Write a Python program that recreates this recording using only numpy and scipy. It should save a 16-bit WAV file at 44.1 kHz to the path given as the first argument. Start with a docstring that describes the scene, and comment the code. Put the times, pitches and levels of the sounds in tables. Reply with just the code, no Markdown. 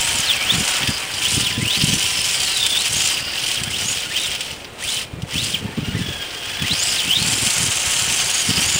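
"""Model car drifting on a driveway

A small electric model car slides round on asphalt. Its gears whine up and down with the throttle
and rattle the chassis. Its hard plastic tyres rumble, scrape and squeal, and bumps make it clack.
Gusts of wind thump the microphone over a quiet garden."""
import sys
import numpy as np
from scipy import signal
from scipy.fft import rfft, irfft
from scipy.io import wavfile
from scipy.ndimage import map_coordinates

SR = 44100
rng = np.random.default_rng(int(sys.argv[2]) if len(sys.argv) > 2 else 0)


def transcribe(u):
    """Save the signal u as a 16-bit wav file named by the first command-line argument.

    u: samples, shape (n,) or (channels, n), limited to [-1, 1]; the rate is SR.
    q: integer samples, one column per channel.
    """
    v = np.clip(np.atleast_2d(u).T, -1, 1)
    q = np.round(v * 32767).astype(np.int16)
    wavfile.write(sys.argv[1], SR, q)


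N = 387638
TIME = np.arange(N) / SR
FREQS = np.fft.rfftfreq(N, 1 / SR)

# The motor's peaks and dips as the throttle is worked.
# Each row: time in seconds, tooth rate in Hz (how many gear teeth meet each second).
MOTOR_SPEEDS = [(0.0, 7550), (0.1, 8380), (0.386, 2242), (0.692, 5970), (0.825, 1867), (1.13, 954),
                (1.38, 5167), (1.54, 1643), (1.932, 6070), (2.239, 5160), (2.724, 3450), (3.059, 7250),
                (3.23, 1368), (3.299, 1455), (3.503, 5270), (3.644, 1405), (3.916, 6930), (4.071, 1388),
                (4.222, 3840), (4.37, 1354), (4.738, 470), (4.946, 4110), (5.065, 407.5), (5.225, 450),
                (5.49, 4910), (5.61, 941), (5.705, 880), (5.86, 1428), (5.919, 1459), (5.975, 2020),
                (6.019, 1705), (6.33, 1580), (6.613, 1710), (6.871, 7710), (7.042, 2525), (7.26, 4510),
                (7.531, 6440), (8.229, 6270), (8.374, 6780), (8.551, 4850), (8.71, 6950)]
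# How loud the car would be at full speed as it circles and turns.
# Each row: time in seconds, then the levels of whine, rolling, rattle and scrape in dB.
CAR_LEVELS = [(0.0, -16, -26.5, -22.5, -19.5), (0.45, -19.5, -25.5, -22.5, -21),
              (0.8, -25, -24.5, -23.5, -18.5), (1.1, -27, -27.5, -20, -13),
              (1.55, -20.0, -31.5, -23.0, -20), (2.3, -20.5, -30.5, -22, -18.5),
              (3.05, -21.0, -29, -22.0, -18.5), (3.35, -28, -31.5, -22.5, -22),
              (3.9, -23.5, -31.5, -24.5, -22.5), (4.5, -28.5, -34, -23, -20.5),
              (4.9, -24, -33.5, -24.5, -20), (5.45, -24, -34.5, -24.5, -22.5),
              (5.75, -25.5, -33.5, -29.5, -30), (6.45, -27.5, -32, -25.5, -25), (6.8, -18, -28.5, -23, -22),
              (7.1, -21.5, -29.0, -22, -18.5), (7.6, -24.0, -26.5, -24.5, -17.5),
              (8.79, -17.5, -26.5, -22.5, -18.5)]
# The whine flares at pitches where the gearbox rings. 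Each row: frequency in Hz, gain in dB.
GEARBOX_TONE = [(500, -29), (900, -24), (1400, -20), (1900, -11), (2500, -8.5), (3200, 0.5), (3700, -2),
                (4200, -8), (5000, -11.5), (5900, -14.5), (6750, -4.5), (7400, -8.5), (8300, -17),
                (16000, -30)]
# The gears bite hard and the whine flares; one row is a dip instead.
# Each row: middle time in seconds, half length in seconds, level change in dB.
GEAR_BITES = [(0.289, 0.014, 6), (0.506, 0.015, 5.5), (1.26, 0.02, 3), (1.456, 0.017, 7),
              (2.158, 0.15, 2.5), (3.748, 0.014, 7), (3.89, 0.036, 7), (4.144, 0.012, 6), (5.36, 0.03, 4),
              (5.55, 0.014, 8), (5.976, 0.016, 8), (6.62, 0.013, -3), (7.12, 0.016, 10), (7.19, 0.04, 7)]
# The tone of the chassis, rolling tyres and scraping tyres. Each row: frequency in Hz, level in dB.
CHASSIS_TONE = [(900, -29), (1700, -11.5), (2200, -3.5), (2650, 2.5), (3100, 7.5), (3450, 0.5),
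                (3900, -3.5), (4400, -4), (4900, -1.5), (5700, -4.5), (7500, -21.5), (12000, -20)]
ROLL_TONE = [(200, -7.5), (450, -6.5), (750, 1.5), (1150, 0), (1480, 2.5), (1900, 3), (2600, 5),
             (5000, -10)]
SCRAPE_TONE = [(1500, -21.5), (3500, -1.5), (5000, 1), (6500, 2), (7600, 4.5), (8500, 5), (9200, 2.5),
               (9700, 4.5), (12000, 3.5), (16000, -11.5)]
# Tyre squeals. Each row: start and end in seconds, pitch in Hz, spread of pitch in Hz, level in dB.
TYRE_SQUEALS = [(0.542, 0.771, 7130, 220, -36), (0.847, 0.988, 4890, 260, -28.5),
                (1.103, 1.198, 4810, 267, -34.5), (2.483, 2.753, 4840, 218, -31.5),
                (2.974, 3.129, 4850, 305, -32), (3.11, 3.344, 4845, 298, -31.5),
                (6.745, 6.957, 5000, 297, -27), (7.233, 8.274, 7410, 418, -30.5),
                (8.188, 8.79, 4680, 221, -32)]
# Knocks over bumps. Each row: time in seconds, clack level in dB, then the levels of bright grit
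# and dull clunk in dB compared with the clack.
BUMPS = [(0.178, -22, -11, -24), (0.83, -15, -17, -17), (0.8733, -12.5, -8, -21), (1.1388, -16.5, -9, -16),
         (1.7537, -11.5, -18, -28), (1.815, -10, -20, -31), (2.6635, -15, 2, -24), (3.6341, -18, 2, -28),
         (3.7115, -27, -17, -26), (3.8195, -24, -14, 2), (4.1742, -15, -11, -28), (4.3485, -17, -6, -11),
         (4.407, -15.5, -4.5, -22), (4.645, -25, -20, -18), (5.22, -28, -5, -14), (6.6211, -20, -3, -4)]
# Thin whistles beside the whine. Each row: start and end in seconds, pitch in Hz, level in dB.
THIN_WHISTLES = [(1.2, 2.3, 1007, -45), (5, 5.21, 2406, -50), (-0.05, 0.18, 930, -40)]
# The car's echo off a hard surface nearby. Each row: time in seconds, echo delay in seconds.
ECHO_DELAYS = [(0, .00552), (.7, .00535), (1.2, .0051), (1.7, .005), (2.7, .00528), (4.7, .0056),
               (6.7, .00562), (8.2, .00546), (8.79, .0054)]
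# Gusts at the microphone. Each row: start in seconds, length in seconds, level in dB.
WIND_GUSTS = [(0.153, 0.04, -33), (0.528, 0.088, -20.5), (0.818, 0.024, -25), (0.892, 0.022, -24),
              (1.199, 0.037, -36), (1.29, 0.18, -34), (1.345, 0.062, -27.5), (1.512, 0.15, -25.5),
              (1.775, 0.2, -23), (2.947, 0.036, -32.5), (3.578, 0.33, -34.5), (5.141, 0.097, -30.5),
              (5.321, 0.3, -31.5), (5.602, 0.12, -25.5), (5.781, 0.32, -24), (6.601, 0.051, -26),
              (6.708, 0.03, -24.5), (7.06, 0.031, -27), (7.17, 0.3, -29), (7.572, 0.12, -28.5),
              (7.841, 0.42, -36), (8.484, 0.12, -25.5), (8.61, 0.18, -33)]
# The tone of a hard gust, a light breeze and the garden. Each row: frequency in Hz, level in dB.
GUST_TONE = [(15, -50), (30, -24), (45, -11), (70, -6), (110, 2), (170, 2), (260, -4), (340, -11.5),
             (450, -13.5), (650, -36), (1200, -70)]
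BREEZE_TONE = [(15, -45), (30, -18), (45, -9), (70, 0.5), (120, 2), (180, -7.5), (280, -11), (500, -26),
               (1200, -70)]
GARDEN_TONE = [(20, -8), (60, 0.5), (110, -4.5), (200, -3), (500, 0.5), (900, -7.5), (1400, -12),
               (2200, -40), (4000, -16), (8000, -70), (16000, -23)]


def motor_speed():
    """The tooth rate in Hz: the motor's inertia eases it from each peak or dip to the next."""
    times, hz = np.transpose(MOTOR_SPEEDS)
    rows = np.arange(len(times))
    place = np.interp(TIME, times, rows)
    eased = np.floor(place) + (1 - np.cos(np.pi * (place % 1))) / 2
    return np.interp(eased, rows, hz)


def spur_gear(tooth_hz, teeth=88):
    """A slightly uneven wave with one cycle for each turn of the big spur gear."""
    uneven_hz = tooth_hz * (1 + 0.0817 * wander(39))
    return np.sin(2 * np.pi * np.cumsum(uneven_hz) / teeth / SR)


def gear_whine(tooth_hz, load, level_db, spur, teeth_per_shake=9, clash_below_hz=1830):
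    """Meeting teeth sing a raspy note; the slack between them shakes it, more so at speed."""
    teeth = np.cumsum(tooth_hz * (1 + .017 * wander(89.3))) / SR
    fray = np.clip(tooth_hz / 3800, .8, 1.6)
    shakes = rng.standard_normal((2, int(teeth[-1] / teeth_per_shake) + 2))
    along, across = (map_coordinates(shake, [teeth / teeth_per_shake], order=3, mode="nearest")
                     for shake in shakes)
    # a complex number lets the slack shake both the strength and the timing of the note
    slack = (1 + fray * (along + 1j * across)) / np.sqrt(1 + 2 * fray ** 2)
    # the gears tighten once a turn of the spur gear; the force jumps as the tyres catch and let go
    force = slack * unit((1 + .38 * spur) * flutter(hz=70, depth_db=2))
    force = force / np.hypot(1, abs(force) / 1.9)  # plastic teeth give way under the hardest blows
    note, octave, third_harmonic = (
        unit((force * np.exp(2j * np.pi * k * teeth)).real) * gain_at(GEARBOX_TONE, k * tooth_hz)
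        for k in (1, 2, 3))
    # slow teeth with no load clash on both sides and sing their overtones
    slow = .5 + .5 * np.tanh((clash_below_hz - tooth_hz) / 250)
    clash = slow * (1 - abs(load)) * speed_gain(tooth_hz, knee_hz=1100, power=3.2)
    overtones = amp(-2) * octave + amp(-13) * third_harmonic
    return amp(level_db) * (note + amp(-20) * octave + clash * overtones)


def chassis_rattle(tooth_hz, level_db, spur):
    """Loose shafts and teeth chatter into the chassis and its thin shell."""
    chatter = grains(per_s=9000, spread_db=3) * (1 + 0.047 * spur) * flutter(hz=93.5, depth_db=2.5)
    return amp(level_db) * speed_gain(tooth_hz, knee_hz=1080, power=3.44) * colour(chatter, CHASSIS_TONE)


def tyre_roll(tooth_hz, level_db):
    """Hard tyres rumble over the stones."""
    rumble = colour(grains(per_s=4600, spread_db=2.0), ROLL_TONE)
    return amp(level_db) * speed_gain(tooth_hz, knee_hz=1030, power=1.0) * rumble


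def tyre_scrape(tooth_hz, level_db):
    """Spinning tyres rasp; each patch of asphalt has its own tone, so each band of pitch flickers."""
    grit = rfft(colour(grains(per_s=14000, spread_db=4.5), SCRAPE_TONE))
    centres = np.linspace(0, SR / 2, num=14)
    bands = (irfft(grit * np.clip(1 - abs(FREQS - hz) / centres[1], 0, 1), N) for hz in centres)
    rasp = unit(sum(band * flutter(hz=73.4, depth_db=1.9) for band in bands))
    rasp *= flutter(hz=114, depth_db=2.5)
    slip = speed_gain(tooth_hz, knee_hz=6380, power=0.83)
    slip *= speed_gain(tooth_hz, knee_hz=640, power=3.4)  # at a crawl the tyres grip and hardly scrape
    return amp(level_db) * slip * rasp


def tyre_squeals():
    """A tyre sticks and slips, making a fuzzy ring around one pitch."""
    out = np.zeros(N)
    for start, end, hz, width, db in TYRE_SQUEALS:
        ring = irfft(rfft(rng.standard_normal(N)) / (1 + ((FREQS - hz) / width) ** 2), N)
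        out += amp(db) * gate(start, end) * unit(ring)
    return out


def bump_knocks(rise_s=0.00086, decay_s=0.0073):
    """Each bump gives a short clack of plastic, a spit of grit and a clunk of the wheels."""
    clack, grit, clunk = (colour(rng.standard_normal(N), tone)
                          for tone in (CHASSIS_TONE, SCRAPE_TONE, ROLL_TONE))
    out = np.zeros(N)
    for start, db, grit_db, clunk_db in BUMPS:
        age = TIME - start
        blow = amp(db) * np.clip(age / rise_s, 0, 1) * np.exp(-abs(age) / decay_s)
        out += blow * (clack + amp(grit_db) * grit + amp(clunk_db) * clunk)
    return out


def whistles():
    """Faint, almost steady tones."""
    wavering_time = np.cumsum(1 + 0.0041 * wander(33)) / SR
    return sum(amp(db) * gate(start, end) * np.sqrt(2) * np.sin(2 * np.pi * hz * wavering_time)
               for start, end, hz, db in THIN_WHISTLES)


def near_echo(sound, strength=.3):
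    """A quick echo lifts some pitches and weakens others; the pattern slides as the car moves."""
    delay, = curves(ECHO_DELAYS)
    echo = np.interp(TIME - delay, TIME, sound)
    return (sound + strength * echo) / np.hypot(1, strength)


def yard_echoes(sound, fade_s=.35, level_db=-17):
    """The house and trees scatter the sound into a faint, short tail."""
    t = np.arange(SR // 2) / SR
    echoes = rng.standard_normal(len(t)) * (rng.random(len(t)) < .05)
    tail = echoes * (t > .02) * amp(-60 * t / fade_s)
    return sound + amp(level_db) * signal.fftconvolve(sound, tail / np.linalg.norm(tail))[:N]


def wind(breeze_db=-42.5, hard_db=-33, rise_s=0.0081, fall_s=0.016):
    """Swirls of air thump the microphone: a breeze is a dull rumble, a hard gust is higher in pitch."""
    power = (amp(breeze_db) * flutter(hz=4, depth_db=2.5)) ** 2
    for start, length, db in WIND_GUSTS:
        before = np.maximum(start - TIME, 0)
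        after = np.maximum(TIME - start - length, 0)
        power += (amp(db) * np.exp(-(before / rise_s) ** 2 - (after / fall_s) ** 2)) ** 2
    wind_db = 10 * np.log10(power)
    swirls = rng.standard_normal(N) * flutter(hz=52, depth_db=5.0)
    hard = .5 + .5 * np.tanh((wind_db - hard_db) / 6)
    return amp(wind_db) * ((1 - hard) * colour(swirls, BREEZE_TONE) + hard * colour(swirls, GUST_TONE))


def garden(level_db=-40.5):
    """The low, steady hush of the garden."""
    return amp(level_db) * colour(rng.standard_normal(N), GARDEN_TONE)


def amp(db):
    """Turns decibels into a gain, a number to multiply a sound by."""
    return 10 ** (np.asarray(db) / 20)


def unit(x):
    """Scales a signal to an average power of 1."""
    return x / np.sqrt(np.mean(x ** 2) + 1e-20)


def curves(rows):
    """Joins each column's values with straight lines; the first column gives the times."""
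    times, *columns = np.transpose(rows)
    return [np.interp(TIME, times, column) for column in columns]


def gain_at(tone, hz):
    """Looks up a tone table's gain at the given frequencies."""
    table_hz, db = np.transpose(tone)
    return amp(np.interp(np.log(hz + 1), np.log(table_hz + 1), db))


def colour(x, tone):
    """Filters a sound with a tone table and scales it to a power of 1."""
    return unit(irfft(rfft(x) * gain_at(tone, FREQS), N))


def wander(hz):
    """A smooth random curve that wiggles up to about hz times a second."""
    return unit(irfft(rfft(rng.standard_normal(N)) / (1 + (FREQS / hz) ** 4), N))


def flutter(hz, depth_db):
    """A gain that swells and sinks at random."""
    return unit(amp(depth_db * np.clip(wander(hz), -2, 2)))


def grains(per_s, spread_db):
    """Tiny random hits, a few much larger than the rest."""
    size = amp(spread_db * np.minimum(rng.exponential(1, N), 5))
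    return unit(size * rng.choice([-1, 1], N) * (rng.random(N) < per_s / SR))


def gate(start, end, fade_s=0.0099):
    """A gain that fades in at the start and out at the end."""
    return np.clip(np.minimum(TIME - start, end - TIME) / fade_s, 0, 1)


def speed_gain(tooth_hz, knee_hz, power):
    """A gain near 1 at high speed that dies away below knee_hz, more steeply for a higher power."""
    return (tooth_hz / np.hypot(tooth_hz, knee_hz)) ** power


def lagging(x, lag_s):
    """Follows x smoothly and a little late."""
    keep = np.exp(-1 / (lag_s * SR))
    return x[0] + signal.lfilter([1 - keep], [1, -keep], x - x[0])


def scene():
    """The motor drives the whine, rattle and tyre noise; echoes, wind and the garden surround the car."""
    tooth_hz = motor_speed()
    lagged_hz = lagging(tooth_hz, lag_s=0.0078)  # loose parts take a moment to follow the motor
    # speeding up (load towards 1) strains the gears and spins the tyres; coasting (towards -1) eases both
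    full_load_hz_per_s = 17000
    load = np.tanh(np.gradient(tooth_hz) * SR / full_load_hz_per_s)
    whine_db, roll_db, rattle_db, scrape_db = curves(CAR_LEVELS)
    bite_db = sum(db * np.exp(-((TIME - middle) / half) ** 2) for middle, half, db in GEAR_BITES)
    spur = spur_gear(tooth_hz)
    bounce = flutter(hz=25.3, depth_db=0.9)  # the car bounces on the rough asphalt
    grip = flutter(hz=45, depth_db=3)  # the whine breaks up as the wheels hop and grip again
    car = grip * gear_whine(tooth_hz, load, whine_db + bite_db + 1.5 * load, spur)
    car += chassis_rattle(lagged_hz, rattle_db, spur)
    car += tyre_roll(lagged_hz, roll_db)
    car += tyre_scrape(lagged_hz, scrape_db + 0.24 * load)
    car += tyre_squeals()
    hush = garden()
    car = near_echo(bounce * car + bump_knocks()) + whistles()
    return (yard_echoes(car) + wind() + hush)[None]


def record(dry, step_hz=10020, step_db=-13, mirror_hz=12150, cutoff_hz=15830):
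    """A small camera's sound: the top treble steps down, and the whine has a faint copy high above it."""
    spectrum = rfft(dry[0])
    treble_step = amp(step_db * np.clip((FREQS - step_hz) / 280 + .5, 0, 1))
    whine_band = irfft(spectrum / (1 + ((FREQS - 3100) / 1100) ** 4), N)
    shifted_up = (signal.hilbert(whine_band) * np.exp(2j * np.pi * mirror_hz * TIME)).real
    out = irfft(spectrum * treble_step, N) + amp(-17) * shifted_up
    lowpass = signal.firwin(511, cutoff_hz, window=("kaiser", 9), fs=SR)
    return signal.oaconvolve(out, lowpass, "same")[None]


dry = scene()
out = record(dry)
transcribe(out)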